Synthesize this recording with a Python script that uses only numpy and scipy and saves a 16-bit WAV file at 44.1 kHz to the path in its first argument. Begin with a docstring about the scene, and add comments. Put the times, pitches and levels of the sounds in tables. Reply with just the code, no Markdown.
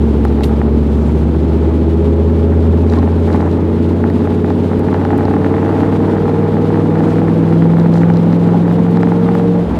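"""Inside the cab of a pickup with an open exhaust on a snowy street, slowly gaining speed after the first second.
A V8 with uneven firing per bank sounds multiples of the engine cycle, lifted at pipe and cab resonances.
Throughout, filtered noise makes tyre rumble, body buzz and fan hiss; decaying modes make the knocks of a loose panel.
From the first half second on come light ticks, a scuff and a scrape of the trim, then sweeps of loose snow;
from the third second a squeak and, over ruts, body thuds. At the end the throttle lifts."""
import sys
import numpy as np
from scipy import signal
from scipy.fft import rfft, irfft
from scipy.io import wavfile

SR = 44100
rng = np.random.default_rng(int(sys.argv[2]) if len(sys.argv) > 2 else 0)


def voltage_ratio(level):
    """Linear amplitude factor for a level in decibels (scalar or array-like)."""
    return 10 ** (np.asarray(level, float) / 20)


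def pcm_store(signal):
    """Save signal as 16-bit PCM."""
    levels = np.round(np.clip(np.atleast_2d(signal), -1, 1) * 32767)
    wavfile.write(sys.argv[1], SR, levels.astype(np.int16).T)


N = 431738


def rms_one(x):
    """Scale to unit rms."""
    return x / np.sqrt(np.mean(x ** 2) + 1e-20)


def in_time(rows):
    """Curve of (seconds, value) rows, one value per sample."""
    s, value = np.transpose(rows)
    return np.interp(np.arange(N) / SR, s, value)


def drift(rate_hz):
    """Slow chance of spread 1: coarse noise through a double one-pole low-pass."""
    step, settle = 40, 2000   # samples per coarse value; coarse values dropped
    r = np.exp(-2 * np.pi * rate_hz * step / SR)
    coarse = rng.standard_normal(N // step + settle + 2)
    slow = signal.lfilter([1], [1, -2 * r, r * r], coarse)[settle:]
    return np.interp(np.arange(N) / step, np.arange(len(slow)), rms_one(slow))


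def band(x, low_hz, high_hz):
    """Butterworth band-pass."""
    return signal.sosfilt(signal.butter(2, [low_hz, high_hz], "band", fs=SR, output="sos"), x)


def coloured_noise(spectrum, patchy_db, rate_hz):
    """White noise shaped to a spectrum, its level flickering; rms 1."""
    hz, db = np.transpose(spectrum)
    grid_hz = np.maximum(np.fft.rfftfreq(N, 1 / SR), 1)
    shape = voltage_ratio(np.interp(np.log(grid_hz), np.log(hz), db, left=-90, right=-90))
    noise = irfft(rfft(rng.standard_normal(N)) * shape, N)
    return rms_one(noise * voltage_ratio(patchy_db * drift(rate_hz)))


def fan(shake_db):
    """Heater fan: flickering broadband hiss, its level following a third of the shake."""
    # Each row: frequency in Hz, relative density in dB per Hz.
    hiss = [(1500, -28.5), (2000, -7), (3000, -7.5), (3800, -10), (5700, -20.5), (7300, -23), (9500, -25.5),
            (10600, -27.5), (12000, -31), (14600, -30.5), (15200, -56.5)]
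    return voltage_ratio(-45 + 0.33 * shake_db) * coloured_noise(hiss, patchy_db=1.43, rate_hz=20)


def tyres(shake_db):
    """Tyres on packed snow: low rumble, its level following part of the shake."""
    # Each row: frequency in Hz, relative density in dB per Hz.
    rumble = [(40, -26), (60, -7), (80, -11.5), (120, -10.5), (160, -8.5), (220, -1), (285, .5),
              (340, -6.5), (420, -8.5), (500, -12.5), (620, -15), (750, -34)]
    return voltage_ratio(-17.5 + 0.4 * shake_db) * coloured_noise(rumble, patchy_db=0.7, rate_hz=31)


def body(shake_db):
    """Body buzz: mid-band noise, its level following the whole shake."""
    # Each row: frequency in Hz, relative density in dB per Hz.
    buzz = [(320, -38), (550, -14), (656, -1.5), (725, -6), (775, -5), (820, 0.5), (870, -1), (915, -4),
            (1010, -7.5), (1350, -12.5), (1600, -16), (1850, -19), (2600, -28), (3380, -60)]
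    return voltage_ratio(-30 + shake_db) * coloured_noise(buzz, patchy_db=1.5, rate_hz=39)


def snow():
    """Loose snow sweeps along the floor pan: soft Gaussian swells of bright, patchy noise."""
    # Each row: centre in seconds, level in dB rms before the patchiness, half-length (to 1/e) in seconds.
    sweeps = [(1.055, -54, 0.23), (2.92, -51.5, 0.044), (3.36, -54.5, 0.16), (7.098, -53.5, 0.073),
              (7.97, -49.5, 0.046)]
    t = np.arange(N) / SR
    swell = sum(voltage_ratio(db) * np.exp(-((t - s) / half_s) ** 2) for s, db, half_s in sweeps)
    return swell * voltage_ratio(2.0 * drift(40)) * rms_one(band(rng.standard_normal(N), 2000, 8000))


def rub(s, db, hold_s, t60_s):
    """Envelope of a rub: fast attack up to s, hold, exponential release."""
    attack_db_per_s = 8000
    t = np.arange(N) / SR - s
    rise_db = attack_db_per_s * np.maximum(-t, 0)
    fall_db = 60 * np.maximum(t - hold_s, 0) / t60_s
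    return voltage_ratio(db - np.minimum(rise_db + fall_db, 200))


def rubbing(scuff_top_db, grain_db):
    """Something brushes the trim: grainy noise with lingering treble; later a short sine squeak wavers."""
    # Each: time of full level in seconds, level in dB rms, hold in seconds, release t60 in seconds.
    scuff_row = (.4345, -32, .008, .06)
    squeak_row = (2.977, -25, .009, .06)
    squeak_hz, squeak_waver = 1045, 0.02
    white = rng.standard_normal((2, N))
    s, db, hold_s, t60_s = scuff_row
    scuff = rub(*scuff_row) * voltage_ratio(grain_db * drift(150)) * rms_one(band(white[0], 2100, 4000))
    scuff_top = rub(s, db + scuff_top_db, hold_s, 2.8 * t60_s) * rms_one(band(white[1], 5000, 13000))
    angle = 2 * np.pi * np.cumsum(squeak_hz * (1 + squeak_waver * drift(30))) / SR
    return scuff + scuff_top + rub(*squeak_row) * np.sqrt(2) * np.sin(angle)


def catches():
    """Something scrapes the trim in a quick run of catches, each ringing as a decaying sine."""
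    # Each row: start in seconds, starting level in dB, frequency in Hz.
    catch_rows = [(.4337, -20.5, 3920), (0.436, -18.5, 2900), (.4375, -18, 2980), (.4407, -20, 4340),
                  (0.445, -27, 3230)]
    t60_s = 0.007
    out, t = np.zeros(N), np.arange(SR // 50) / SR
    for s, db, hz in catch_rows:
        i = int(s * SR)
        out[i:i + len(t)] += voltage_ratio(db - 60 * t / t60_s) * np.sin(2 * np.pi * hz * t)
    return out


def trim(gain_db, vary_db, rise_share):
    """Light plastic ticks: each rings the trim's modes anew and adds a short bright snap."""
    # Each row: start in seconds, level in dB before gain_db, snap in dB against that level.
    ticks = [(0.2497, -38.5, -2.5), (0.2828, -39, -34.5), (0.4065, -38, -15.5), (2.899, -31, -32.5),
             (2.9215, -39.5, -32), (2.9352, -29.5, -38), (2.9868, -33, -30), (3.119, -41, -30),
             (3.3285, -31.5, -34.5), (3.338, -37, -30.5), (3.4098, -36, -23), (3.5136, -35, -19.5),
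             (4.0997, -39, -11), (4.5022, -36.5, -26), (4.793, -45.5, 2.5), (4.94, -36, -31),
             (5.0498, -38, -28), (5.178, -47, 4.5), (5.2526, -33.5, -38), (7.7862, -51, 1.5),
             (7.7978, -31, -26.5), (7.919, -46, -4), (7.9383, -32.5, -28), (7.9807, -34.5, -33),
             (8.137, -34.5, -36), (8.159, -42, -17), (8.17, -30.5, -29), (8.3272, -35, -35.5),
             (8.724, -51.5, 2.5), (8.9114, -48, -2.5), (8.9705, -32.5, -27), (9.03, -34, -39.5),
             (9.35, -40.5, -7)]
    # Modes of the trim. Each row: frequency in Hz, level in dB, t60 in seconds.
    modes = [(2900, -6, 0.0098), (4030, 2, 0.0074), (4800, -1.5, 0.0071), (5530, -5.5, 0.0065),
             (7150, -12.5, 0.0065)]
    snap_t60_s, detune = 0.015, 0.026
    chance = rng.standard_normal((len(ticks), len(modes)))
    out, t = np.zeros(N), np.arange(SR // 20) / SR
    rise = 1 - np.exp(-t / (rise_share * snap_t60_s))
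    bright = rms_one(band(rng.standard_normal(N), 6500, 14500))
    for (s, tick_db, snap_db), chances in zip(ticks, chance):
        i = int(s * SR)
        ring = 0
        for (hz, db, t60_s), c in zip(modes, chances):
            decay = voltage_ratio(db + vary_db * c - 60 * t / t60_s)
            ring = ring + decay * np.sin(2 * np.pi * hz * (1 + detune * c) * t)
        snap = voltage_ratio(snap_db - 60 * t / snap_t60_s) * bright[i:i + len(t)]
        out[i:i + len(t)] += voltage_ratio(tick_db + gain_db) * rise * (ring + snap)
    return out


def panel(small_db, per_s, spread_db, vary_db, soft_hz, travel_s):
    """A loose panel: loud knocks at set times, small ones by chance, each striking the modes anew."""
    # Each row: start in seconds, strike level in dB, hardness as dB change of the modes above 1 kHz.
    knocks = [(0.2506, -8.5, 5), (0.3858, -17, -1), (0.4074, -8.5, -3), (0.4922, -17, 2),
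              (0.615, -10.5, 3.5), (2.9241, -20, 9), (2.9361, -12, 1), (2.9946, -16, 0), (3.0279, -10, -3),
              (3.0744, -15, 1), (3.2878, -19, 5), (3.3022, -13.5, 4), (3.3444, -10, -2), (3.3571, -14, 0),
              (3.4043, -13, 3), (3.4178, -18, 3), (3.4257, -7.5, -9), (3.4747, -12, -8), (4.0392, -12, 6.5),
              (4.1003, -15, 2), (4.2724, -15.5, 4), (4.4441, -12.5, 3), (4.5032, -10, -1),
              (4.7154, -13, -1), (4.7315, -14, 2), (4.885, -14, 5.5), (4.9273, -9, -1), (4.9432, -6, -0.5),
              (4.9493, -20, 4), (5.013, -15, 3), (5.02, -11, -2), (5.0503, -8, 3), (5.1043, -8.5, 1),
              (5.1253, -13, -3), (5.1307, -5.5, -6), (5.1564, -13, -5), (5.1852, -13, -10),
              (5.2068, -9.5, -3), (5.2525, -9, -11), (5.2814, -8, -4), (5.3103, -9, -15), (5.3375, -9, 3),
              (5.3644, -9, 0), (5.4449, -10, 6.5), (5.4611, -16, 5), (5.5397, -8, 0), (5.566, -20, 10),
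              (5.581, -10, 1.5), (5.6283, -10, -2), (5.6478, -13, -5), (5.6615, -21, 9), (5.6907, -11, -8),
              (5.713, -14, -1), (5.7385, -13, -3), (5.7797, -11, -8), (5.8053, -9, -2), (5.8317, -9, -2),
              (5.8423, -18, 6), (5.8601, -11, -4), (5.9244, -10.5, 0), (6.0428, -17, 4), (6.0799, -13, -7),
              (6.1336, -12, -8), (6.1672, -20, 6), (6.1822, -15, 3), (6.2543, -14, -2), (6.279, -8, -5),
              (6.293, -8, -8), (6.5678, -10.5, -2), (6.7022, -11, -5), (6.7431, -17, 6), (6.7574, -16, 4),
              (6.7722, -11.5, 1), (6.8574, -12, -7), (6.9552, -11, 0), (6.971, -18, 5), (7.0045, -9, -1),
              (7.0849, -23, 7), (7.118, -15, 2), (7.1827, -16.5, 9), (7.2166, -10, -7), (7.246, -13, -10),
              (7.2818, -13.5, 4.5), (7.2965, -16, 1), (7.4779, -13, -1), (7.5249, -11.5, 1),
              (7.6216, -17, 8.5), (7.654, -14, -1), (7.7009, -15, 3), (7.7346, -13, -1), (7.7687, -17, 2),
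              (7.7828, -10, -4), (7.8124, -21, 8), (7.8597, -12.5, 2.5), (7.9419, -17, 1), (7.9552, -10, 0),
              (7.9731, -11, -4), (8.0177, -17, -7), (8.0329, -18.5, 14), (8.0999, -7.5, 1),
              (8.3301, -15, 4), (8.4884, -16, 2), (8.5205, -15, -4), (8.5343, -22, 7), (8.543, -11, -6),
              (8.6793, -16, 3), (8.7117, -13.5, 3), (8.865, -13, -4), (8.9715, -7.5, -5), (9.0311, -5.5, 4),
              (9.0712, -12.5, 6), (9.1185, -9, -1), (9.2874, -10.5, 4), (9.314, -13, -14),
              (9.3511, -8, 2.5), (9.3966, -10.5, 2)]
    # Modes of the panel. Each row: frequency in Hz, level in dB, t60 in seconds.
    modes = [(590, -16, 0.0071), (810, -2.5, 0.025), (1190, -21.5, 0.0047), (1342, -13, 0.01),
             (1790, -12, 0.0079), (2280, -17.5, 0.0025)]
    small = rng.random(N) < per_s / SR
    low = small * voltage_ratio(small_db + spread_db * np.minimum(rng.exponential(1, N), 3))
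    high = low.copy()
    at_s, strike_db, hard_db = np.transpose(knocks)
    start = (at_s * SR).astype(int)
    low[start] = voltage_ratio(strike_db)
    high[start] = voltage_ratio(strike_db + hard_db)
    block = 64   # mode strengths are redrawn every 1.5 ms
    out, strengths = 0, rng.standard_normal((len(modes), N // block + 1))
    for k, (hz, db, t60_s) in enumerate(modes):
        r, w = voltage_ratio(-60 / (t60_s * SR)), 2 * np.pi * hz / SR
        gain = np.repeat(voltage_ratio(db + vary_db * strengths[k]), block)[:N]
        lag = int(travel_s * 1000 / hz * SR)   # bending waves: the lows arrive later
        strike = (-1) ** k * np.roll((high if hz > 1000 else low) * gain, lag)
        # the tiny offset keeps the filter out of denormals
        out = out + signal.lfilter([0, np.sin(w)], [1, -2 * r * np.cos(w), r * r], strike + 1e-18)
    # padded contact: the blow carries little treble
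    return signal.sosfilt(signal.butter(3, soft_hz, fs=SR, output="sos"), out)


def thuds():
    """The body booms as a wheel meets a rut: a sine with a soft rise and exponential decay."""
    # Each row: start in seconds, level in dB before the rise and decay, frequency in Hz.
    ruts = [(2.949, -6.5, 275.3), (5.099, -5.5, 274.6), (6.248, -10, 251.5), (7.021, -9, 314),
            (7.351, -15, 283.5), (9.449, -7.5, 297.6)]
    rise_s, t60_s = 0.028, 0.39
    out, t = np.zeros(N + SR), np.arange(SR // 2) / SR
    shape = (1 - np.exp(-t / rise_s)) * voltage_ratio(-60 * t / t60_s)
    for s, db, hz in ruts:
        i = int(s * SR)
        out[i:i + len(t)] += voltage_ratio(db) * shape * np.sin(2 * np.pi * hz * t)
    return out[:N]


def crank(wander_rad):
    """Engine speed in rpm, cycle rate in Hz and slightly wandering cycle angle; a cycle takes two turns."""
    # Each row: time in seconds, engine speed in turns per minute.
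    speed = [(0.0, 1714), (0.2, 1687), (0.8, 1706), (1.7, 1862), (2.6, 1979), (3.5, 2080), (4.4, 2175),
             (5.6, 2293), (6.8, 2412), (7.4, 2460), (7.7, 2506), (8.3, 2560), (8.6, 2573), (9.5, 2652),
             (9.79, 2602)]
    rpm = in_time(speed)
    cycle_hz = rpm / 120
    angle = 2 * np.pi * np.cumsum(cycle_hz) / SR + wander_rad * drift(1.1)
    return rpm, cycle_hz, angle


def tone(order, angle, db, waver_db):
    """One multiple of the cycle; no two cycles burn alike, so its level wavers."""
    return voltage_ratio(db + waver_db * drift(5.9)) * np.sin(order * angle + rng.uniform(0, 2 * np.pi))


def booms(cycle_hz, angle, lifted, closing):
    """Low multiples of the cycle, coloured by the cab; order 8 is the firing rate."""
    # Each row: multiple of the cycle, level in dB rms before colour, share of the cab's colour,
    # change in dB on lifting the throttle.
    boom_rows = [(3, -45, 0.1, 27.5), (4, -39, 0.1, 12), (5, -12, 0.93, -7), (8, -11, 1.0, -10),
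                 (10, -23, 0.085, 1.5)]
    # How the cab answers a low tone. Each row: frequency in Hz, gain in dB.
    cab = [(44, -42), (66, -23), (70, -1), (78, -0.5), (83.4, 1), (87, -4), (94, -7.5), (104, -9),
           (110, -11), (114, -16.5), (122, -17.5), (150, -15.5), (158, -8.5), (163, -4.5), (167, 2),
           (177, -2.5), (220, 2)]
    cab_hz, cab_gain_db = np.transpose(cab)
    out = 0
    for order, db, share, lift_db in boom_rows:
        colour_db = share * np.interp(order * cycle_hz, cab_hz, cab_gain_db)
        change_db = lift_db * (lifted if lift_db > 0 else closing)
        out = out + tone(order, angle, db + colour_db + change_db, waver_db=0.54)
    return out


def belt(cycle_hz, angle):
    """Whine of a belt-driven part, lifted where the dash resonates."""
    order = 33.5
    dash_hz, dash_width_hz, dash_db = 545.5, 20, 11.5
    dash = np.exp(-((order * cycle_hz - dash_hz) / dash_width_hz) ** 2)
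    return tone(order, angle, -41 + dash_db * dash, waver_db=2.0)


def pipe(x):
    """Pipe and cab resonances: two-pole band-passes in parallel, signs alternating."""
    # Each row: frequency in Hz, width in Hz, gain in dB.
    resonances = [(75.3, 12.8, -23.5), (104, 18, -32), (163.8, 8.2, -2), (236, 20.8, -18.5),
                  (274.6, 69, -25), (329.6, 10.5, -1.6), (352.7, 34.5, -7), (372.7, 55.6, -10),
                  (415, 17.5, -8), (453.4, 10.3, -12.5), (470.7, 30.6, -12.5), (512.3, 17.2, -15.5)]
    out = 0
    for k, (hz, width_hz, db) in enumerate(resonances):
        r = np.exp(-np.pi * width_hz / SR)
        b = (1 - r * r) / 2 * np.array([1, 0, -1])
        a = [1, -2 * r * np.cos(2 * np.pi * hz / SR), r * r]
        out = out + (-1) ** k * voltage_ratio(db) * signal.lfilter(b, a, x)
    return out


def exhaust(waver_db, wander_rad):
    """V8 engine: low booms, higher multiples of the cycle through the pipe, and belt whine."""
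    speeds_rpm = [1700, 2000, 2300, 2650]   # engine speeds in rpm at which levels are given
    # Each row: multiple of the cycle, then level in dB rms into the pipe at each of those speeds.
    multiples = [(6, 1, -1.5, -9.5, -25.5), (7, 7, -21.5, -15, -20), (9, -25, -21.5, -28.5, -32),
                 (11, -19, -25, -16.5, -9.5), (12, -41.5, -18, -7.5, -1.5), (13, -21, -5.5, 1, -2.5),
                 (14, -16.5, -3, -5.5, -14.5), (15, -5, -11, -4.5, -33), (16, -0.5, -9, -12, -23.5),
                 (17, -14, -20, -24, -12.5), (19, -11, -24, -9.5, -33), (20, -18, -30.5, -28.5, -16.5),
                 (21, -22.5, -15.5, -20.5, -4.5), (22, -22, -15.5, -21.5, -22), (23, -39, -27, -3.5, -24),
                 (24, -25, -15.5, -8, -16.5), (25, -15, -14.5, -22.5, -16.5), (26, -16.5, -10.5, -29, -1),
                 (27, -18.5, -19, -26.5, -18.5), (28, -28.5, -40.5, -6.5, -23),
                 (29, -20.5, -27.5, -19, -13), (30, -17, -28.5, -18, -19.5), (32, -19, -33.5, -14, -14.5),
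                 (33, -17.5, -27, -26, -29)]
    lift_s, lift_lasts_s, pipe_lift_db = 9.54, 0.14, -12
    rpm, cycle_hz, angle = crank(wander_rad)
    lifted = np.clip((np.arange(N) / SR - lift_s) / lift_lasts_s, 0, 1)
    closing = lifted ** 3   # loaded tones hold until the throttle is nearly shut
    into_pipe = sum(tone(order, angle, np.interp(rpm, speeds_rpm, dbs), waver_db)
                    for order, *dbs in multiples)
    others = pipe(into_pipe) * voltage_ratio(pipe_lift_db * closing)
    # sqrt(2): the sines' levels are rms
    return np.sqrt(2) * (booms(cycle_hz, angle, lifted, closing) + others + belt(cycle_hz, angle))


def scene():
    """Fan, road, rattles and engine at one microphone."""
    # How hard the packed snow shakes the truck. Each row: time in seconds, shake in dB.
    shake = [(0.0, -2.5), (2.3, -2), (2.86, -2), (2.96, 2), (3.1, -2), (3.26, 0), (3.35, 2.5), (3.48, 1),
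             (3.7, -1), (4.7, -0.5), (5.15, 3), (5.4, 2), (5.8, 4), (6.2, 2.5), (6.85, 2), (7.1, 3),
             (7.5, 1), (9.3, 1.5), (9.52, 0), (9.79, 1.3)]
    shake_db = in_time(shake)
    road = tyres(shake_db) + body(shake_db)
    # what makes the body buzz also shakes the panel
    knocks = panel(-27.0 + 2.0 * shake_db, per_s=55, spread_db=1.0, vary_db=1.5,
                   soft_hz=2400, travel_s=0.0012)
    ticks = trim(gain_db=8.0, vary_db=1.0, rise_share=0.043)
    rubs = rubbing(scuff_top_db=-7.5, grain_db=-4.5) + catches()
    engine = exhaust(waver_db=1.13, wander_rad=0.0042)
    return (fan(shake_db) + road + snow() + rubs + ticks + knocks + thuds() + engine)[None]


def roll_off(x):
    """The treble ends steeply here."""
    return signal.sosfilt(signal.butter(12, 14830, fs=SR, output="sos"), x)


def record(dry):
    """The loudest peaks overload the input; the deepest bass is cut."""
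    clipped = np.clip(dry, -0.99, 0.99)
    mix = signal.sosfilt(signal.butter(2, 45, "high", fs=SR, output="sos"), clipped)
    return roll_off(mix)


dry = scene()
out = record(dry)
pcm_store(out)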